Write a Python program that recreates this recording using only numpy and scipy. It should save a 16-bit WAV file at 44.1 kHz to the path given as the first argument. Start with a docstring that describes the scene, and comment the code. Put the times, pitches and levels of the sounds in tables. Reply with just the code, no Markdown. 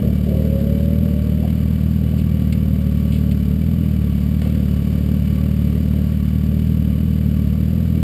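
"""A four-cylinder sports motorcycle idles at the roadside, heard from behind its windscreen.
Its periodic firings excite the resonances of pipe, silencer and engine covers. Other motorcycles
accelerate away through their gears, their treble fading with distance. Dull pops sound now and then,
and the controls click and scuff. A slow sample-and-hold stage mirrors the spectrum into a thin sizzle."""
import sys
import numpy as np
from scipy.fft import rfft, irfft, next_fast_len
from scipy.io import wavfile
from scipy.ndimage import map_coordinates

SR = 44100
rng = np.random.default_rng(int(sys.argv[2]) if len(sys.argv) > 2 else 0)


def generate_wav(sig):
    """Save sig (samples, or channels by samples) to the path in sys.argv[1] as 16-bit PCM at SR."""
    pcm = np.round(np.clip(np.atleast_2d(sig).T, -1, 1) * 32767).astype(np.int16)
    wavfile.write(sys.argv[1], SR, pcm)


N = 354118

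# spectrum of the roar far up the road: (frequency [Hz], relative density [dB])
ROAR_SPECTRUM = [(150, -35), (330, 2), (420, 0.5), (480, 1.5), (540, 0.5), (630, -4), (700, -13.5),
                 (800, -29.5), (1400, -41)]


def amp(db):
    """Amplitude ratio of a level in decibels."""
    return 10 ** (np.asarray(db) / 20)


def unit(x):
    """Normalisation to rms 1."""
    return x / np.sqrt(np.mean(x ** 2) + 1e-20)


def tone(points, hz):
    """Gain interpolated in log frequency between (frequency [Hz], level [dB]) points."""
    f, db = np.transpose(points)
    return amp(np.interp(np.log(hz + 1), np.log(f + 1), db))


def curve(points):
    """Linear interpolation of (time [s], value) points at every sample."""
    times, values = np.transpose(points)
    return np.interp(np.arange(N) / SR, times, values)


def wobble(rate):
    """Smooth random modulation: a spline through rate Gaussian knots a second."""
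    knots = rng.standard_normal(int(N * rate / SR) + 4)
    return map_coordinates(knots, [np.arange(N) * rate / SR])


def filtered(x, response):
    """Linear filtering: the spectrum of x times a frequency response."""
    size = next_fast_len(N + SR // 2)
    hz = np.fft.rfftfreq(size, 1 / SR)
    return irfft(rfft(x, size) * response(hz), size)[..., :N]


def noise(spectrum):
    """White noise coloured by a spectrum, at rms 1."""
    return unit(filtered(rng.standard_normal(N), lambda f: tone(spectrum, f)))


def resonance(f, hz, width_hz):
    """Response of a damped oscillator, with gain 1 at its centre."""
    return 1j * f * width_hz / (hz * hz - f * f + 1j * f * width_hz)


def modal_response(f, modes):
    """Superposition of a direct path and a body's resonant modes."""
    return 1 + sum(amp(db) * resonance(f, hz, width) for hz, width, db in modes)


def crank(jitter_firings=0.026):
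    """Phase, counted in firings, is the integral of firing rate; uneven burning makes it jitter."""
    # the idle hunting around its set speed: (time [s], firing rate [Hz])
    idle_rate = [(0.0, 36.59), (0.43, 38.11), (0.58, 35.34), (0.99, 40.32), (1.14, 37.47), (1.61, 39.23),
                 (2.2, 39.39), (2.86, 37.49), (3.31, 37.86), (3.4, 35.24), (3.69, 41.35), (4.14, 36.25),
                 (4.46, 38.88), (4.64, 36.8), (5.47, 37.82), (6.57, 37.99), (6.63, 40.56), (6.89, 37.57),
                 (7.04, 39.66), (7.49, 37.09), (7.72, 40.85), (8.03, 40.15)]
    firings = np.cumsum(curve(idle_rate)) / SR + 0.25
    return firings + jitter_firings * wobble(12)


def firing_pulses(firings, pattern, scatter_db):
    """An impulse train, one per firing, whose strengths repeat as the cylinders take turns."""
    onsets = np.flatnonzero(np.diff(np.floor(firings))) + 1
    scatter = amp(scatter_db * rng.standard_normal(len(onsets)))
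    pulses = np.zeros(N)
    pulses[onsets] = np.resize(pattern, len(onsets)) * scatter
    return pulses


def exhaust(firings, puff_hz=111.9, boom_hz=73.6, boom_width_hz=14.5, drive_db=26.0):
    """Source and filter: each firing's puff excites the resonances of pipe and silencer."""
    # the cylinders in firing order: (relative strength [dB])
    cylinders = [0.76, 0.15, 0.87, -0.45]
    pulses = amp(drive_db) * firing_pulses(firings, amp(cylinders), scatter_db=0.34)
    # the outlet radiates the rate of change of a bell-shaped puff of flow
    puff = lambda f: -1j * f / puff_hz * np.exp(-(f / puff_hz) ** 2 / 2)
    silencer = lambda f: 1j * f / boom_width_hz * resonance(f, boom_hz, boom_width_hz)
    pipe = lambda f: 1 + amp(13.0) * resonance(f, hz=196, width_hz=90)
    return filtered(pulses, lambda f: puff(f) * silencer(f) * pipe(f))


def headers(firings, ring_hz=202, width_hz=35, level_db=-27.0, lag=0.5747):
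    """Cylinder pairs in antiphase slosh gas between their pipes, adding tones midway between harmonics."""
    pushes = firing_pulses(firings - lag, [-1, 1], scatter_db=1.23)
    slosh = filtered(pushes, lambda f: np.exp(-((f - ring_hz) / width_hz) ** 2 / 2))
    return amp(level_db) * unit(slosh)


def shake(firings, level_db=-40):
    """Forced vibration: the pistons drive the frame at the firing rate."""
    return -amp(level_db) * np.sin(2 * np.pi * firings)


def gas(firings, level_db=-30.0, swing_db=3.5, lag=0.12, uneven_db=0.6):
    """Turbulent flow noise swells after each puff, some harder than others."""
    # gas rushing in the silencer: (frequency [Hz], relative density [dB])
    flow_spectrum = [(20, -24), (45, -14), (70, -3.5), (130, -1.5), (175, -7), (210, -1.5), (245, -5),
                     (290, -7.5), (330, -14.5), (520, -18.5), (660, -21.5), (780, -38), (1500, -58)]
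    gust_db = swing_db * np.cos(2 * np.pi * (firings - lag)) + uneven_db * wobble(38)
    return amp(level_db) * unit(noise(flow_spectrum) * amp(gust_db))


def clatter(firings, swing_db=2, turn_db=0.24, lag=0.16, grain_db=1.18):
    """Valve and clutch noise, modulated at each firing and each turn, excites the covers' modes."""
    # valve gear and clutch: (frequency [Hz], relative density [dB])
    chatter_spectrum = [(300, -17), (700, 2.5), (950, -1), (1500, 1), (2000, 0), (2700, -0.5), (3500, -3),
                        (4200, -6.5), (5000, -9.5), (5800, -5.5)]
    # modes of the engine covers: (frequency [Hz], bandwidth [Hz], gain [dB])
    cover_modes = [(1145, 34, 6.7), (2303, 23, 5.5), (2960, 123, 3.1), (4660, 300, 1.7)]
    # slow drift of the clatter: (time [s], level [dB])
    clatter_level = [(0, -43), (3.8, -43), (4.6, -42), (5.7, -42), (6.7, -43.5), (8.03, -43)]
    beat_db = swing_db * np.cos(2 * np.pi * (firings - lag)) + turn_db * np.cos(np.pi * firings)
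    chatter = rng.standard_normal(N) * amp(beat_db + grain_db * wobble(260))
    radiated = filtered(chatter, lambda f: tone(chatter_spectrum, f) * modal_response(f, cover_modes))
    return amp(curve(clatter_level)) * unit(radiated)


def pull(start, end, first_hz, last_hz, howl_db, drone_db, roar_db):
    """A distant exhaust's harmonic series climbs through one gear; the air adds flutter and a roar."""
    # spectral envelope of the harmonics: (frequency [Hz], gain [dB])
    howl_spectrum = [(220, 4), (295, -0.5), (325, -18), (380, -11), (405, -3), (430, 0), (460, -4),
                     (485, -12), (510, -5), (545, 4.5), (600, -4.5), (645, -12), (800, -46), (1200, -54)]
    open_s, shut_s = 0.017, 0.031
    roar_decay_db_per_s, dulling_db_per_s, treble_hz = 21.5, 1.94, 500
    flutter_db, pitch_waver = 1.8, 0.0027
    t = np.arange(N) / SR
    throttle = np.clip((t - start) / open_s, 0, 1) * np.clip(1 - (t - end) / shut_s, 0, 1)
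    hz = np.interp(t, [start, end], [first_hz, last_hz])
    phase = 2 * np.pi * np.cumsum(hz * (1 + pitch_waver * wobble(30))) / SR
    flare = amp(roar_db - roar_decay_db_per_s * np.maximum(t - start, 0))
    sound = amp(drone_db) * np.sin(phase) + flare * noise(ROAR_SPECTRUM)
    on = throttle > 0
    for k in range(2, 8):
        # growing distance takes away the treble
        loss_db = dulling_db_per_s * t[on] / (1 + (treble_hz / (k * hz[on])) ** 20)
        gain = amp(howl_db - loss_db + flutter_db * wobble(16)[on])
        sound[on] += tone(howl_spectrum, k * hz[on]) * gain * np.sin(k * phase[on])
    return throttle * sound


def riders_ahead():
    """Superposition of receding motorcycles, gear after gear, on a roar that never quite dies."""
    # one row per gear: (throttle opens [s], shuts [s], first firing rate [Hz], last firing rate [Hz],
    # harmonic gain [dB], fundamental level [dB], initial roar level [dB])
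    gears = [(-.1, .08, 120, 122, -30.5, -22, -29.5), (0.254, 1.44, 105.4, 119.7, -34, -53, -29.5),
             (2.001, 4.062, 126.6, 150.2, -40, -29.5, -39), (4.43, 5.793, 132.5, 138.9, -42, -30, -39.5),
             (6.456, 7.314, 140.9, 149.8, -43, -32, -42)]
    # blurred roar from far up the road: (time [s], level [dB])
    roar_level = [(0, -38), (1.3, -39), (2.6, -49), (4.3, -45), (6, -40), (6.35, -49.5), (8.03, -39)]
    return sum(pull(*gear) for gear in gears) + amp(curve(roar_level)) * noise(ROAR_SPECTRUM)


def burst(hiss, start, db, length, rise_s=0.00026):
    """A noise transient with an exponential attack and a Gaussian decay."""
    age = np.maximum(np.arange(N) / SR - start, 0)
    envelope = (1 - np.exp(-age / rise_s)) * np.exp(-np.minimum(age / length, 6) ** 2)
    return amp(db) * envelope.std() * unit(envelope * hiss)


def pops(width_hz=220, cutoff_hz=760):
    """A heavily damped resonance gives each dull pop its own hollow pitch."""
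    # dull pops: (time [s], level [dB], decay time [s], pitch [Hz])
    pop_events = [(0.03, -44, 0.0079, 596), (0.33, -47, 0.0083, 500), (1.433, -32, 0.012, 634),
                  (1.443, -31, .015, 636.6), (2.133, -30, 0.0058, 636), (4.418, -31, 0.011, 510),
                  (4.459, -32.5, 0.025, 503)]
    hiss = rng.standard_normal(N)

    def hollow(hz):
        return unit(filtered(hiss, lambda f: resonance(f, hz, width_hz) / (1 + (f / cutoff_hz) ** 10)))

    return sum(burst(hollow(hz), start, db, length) for start, db, length, hz in pop_events)


def ticks(gain_db=-0.5):
    """Impact and friction at the controls excite the lever's modes; heavier parts reach lower."""
    # clicks and scuffs: (time [s], relative level [dB], decay time [s], low cutoff [Hz])
    contact_events = [(0.602, -42, .008, 1980), (1.502, -41, 0.0074, 2000), (2.18, -44.5, 0.04, 2140),
                      (2.524, -34.5, 0.014, 1690), (3.121, -39.5, 0.018, 2100), (3.141, -43, 0.048, 2120),
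                      (3.312, -37.5, 0.012, 1855), (4.417, -32, 0.0045, 800), (4.423, -48, 0.14, 900)]
    # contact noise of small hard parts: (frequency [Hz], relative density [dB])
    contact_spectrum = [(400, -22), (1200, 4), (1800, -4), (2300, 0), (3000, -3), (3800, -4.5), (4700, -5),
                        (5600, -16)]
    # modes of the lever: (frequency [Hz], bandwidth [Hz], gain [dB])
    lever_modes = [(2187, 60, 5), (2650, 48, 8), (2940, 74, 3.5)]
    hiss = noise(contact_spectrum)
    above = lambda hz: unit(filtered(hiss, lambda f: 1 - 1 / (1 + (f / hz) ** 8)))
    contacts = sum(burst(above(hz), start, db, length) for start, db, length, hz in contact_events)
    return amp(gain_db) * filtered(contacts, lambda f: modal_response(f, lever_modes))


def scene():
    """Mid-side stereo: a very faint noise, opposite in the two channels, adds slight width."""
    # very faint side noise: (frequency [Hz], relative density [dB])
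    faint_width_noise_spectrum = [(25, 13), (80, 10.5), (160, 0), (300, 16.5), (500, 15), (1100, 10),
                                  (2500, -0.5), (4000, -6), (5000, -5)]
    firings = crank()
    engine = exhaust(firings) + headers(firings) + shake(firings) + gas(firings) + clatter(firings)
    middle = engine + riders_ahead() + ticks() + pops()
    side = amp(-59.5) * noise(faint_width_noise_spectrum)
    return np.array([middle + side, middle - side])


def record(dry, hold_hz=12000, edge_hz=5400, top_hz=15500, hiss_db=-60):
    """Spectral imaging: holding each slow sample mirrors the sound about the sampling rate."""
    # thin steady hiss under the mirrored sizzle: (frequency [Hz], relative density [dB])
    hiss_spectrum = [(9000, -50), (11200, -22), (11600, -4), (12000, -2), (12400, -4), (12800, -30),
                     (15000, -50)]
    narrow = filtered(dry, lambda f: 1 / np.sqrt(1 + (f / edge_hz) ** 40))
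    mirrored = narrow * (1 + 2 * np.cos(2 * np.pi * hold_hz * np.arange(N) / SR))
    held = filtered(mirrored, lambda f: np.sinc(f / hold_hz))
    return filtered(held + amp(hiss_db) * noise(hiss_spectrum), lambda f: f < top_hz)


dry = scene()
out = record(dry)
generate_wav(out)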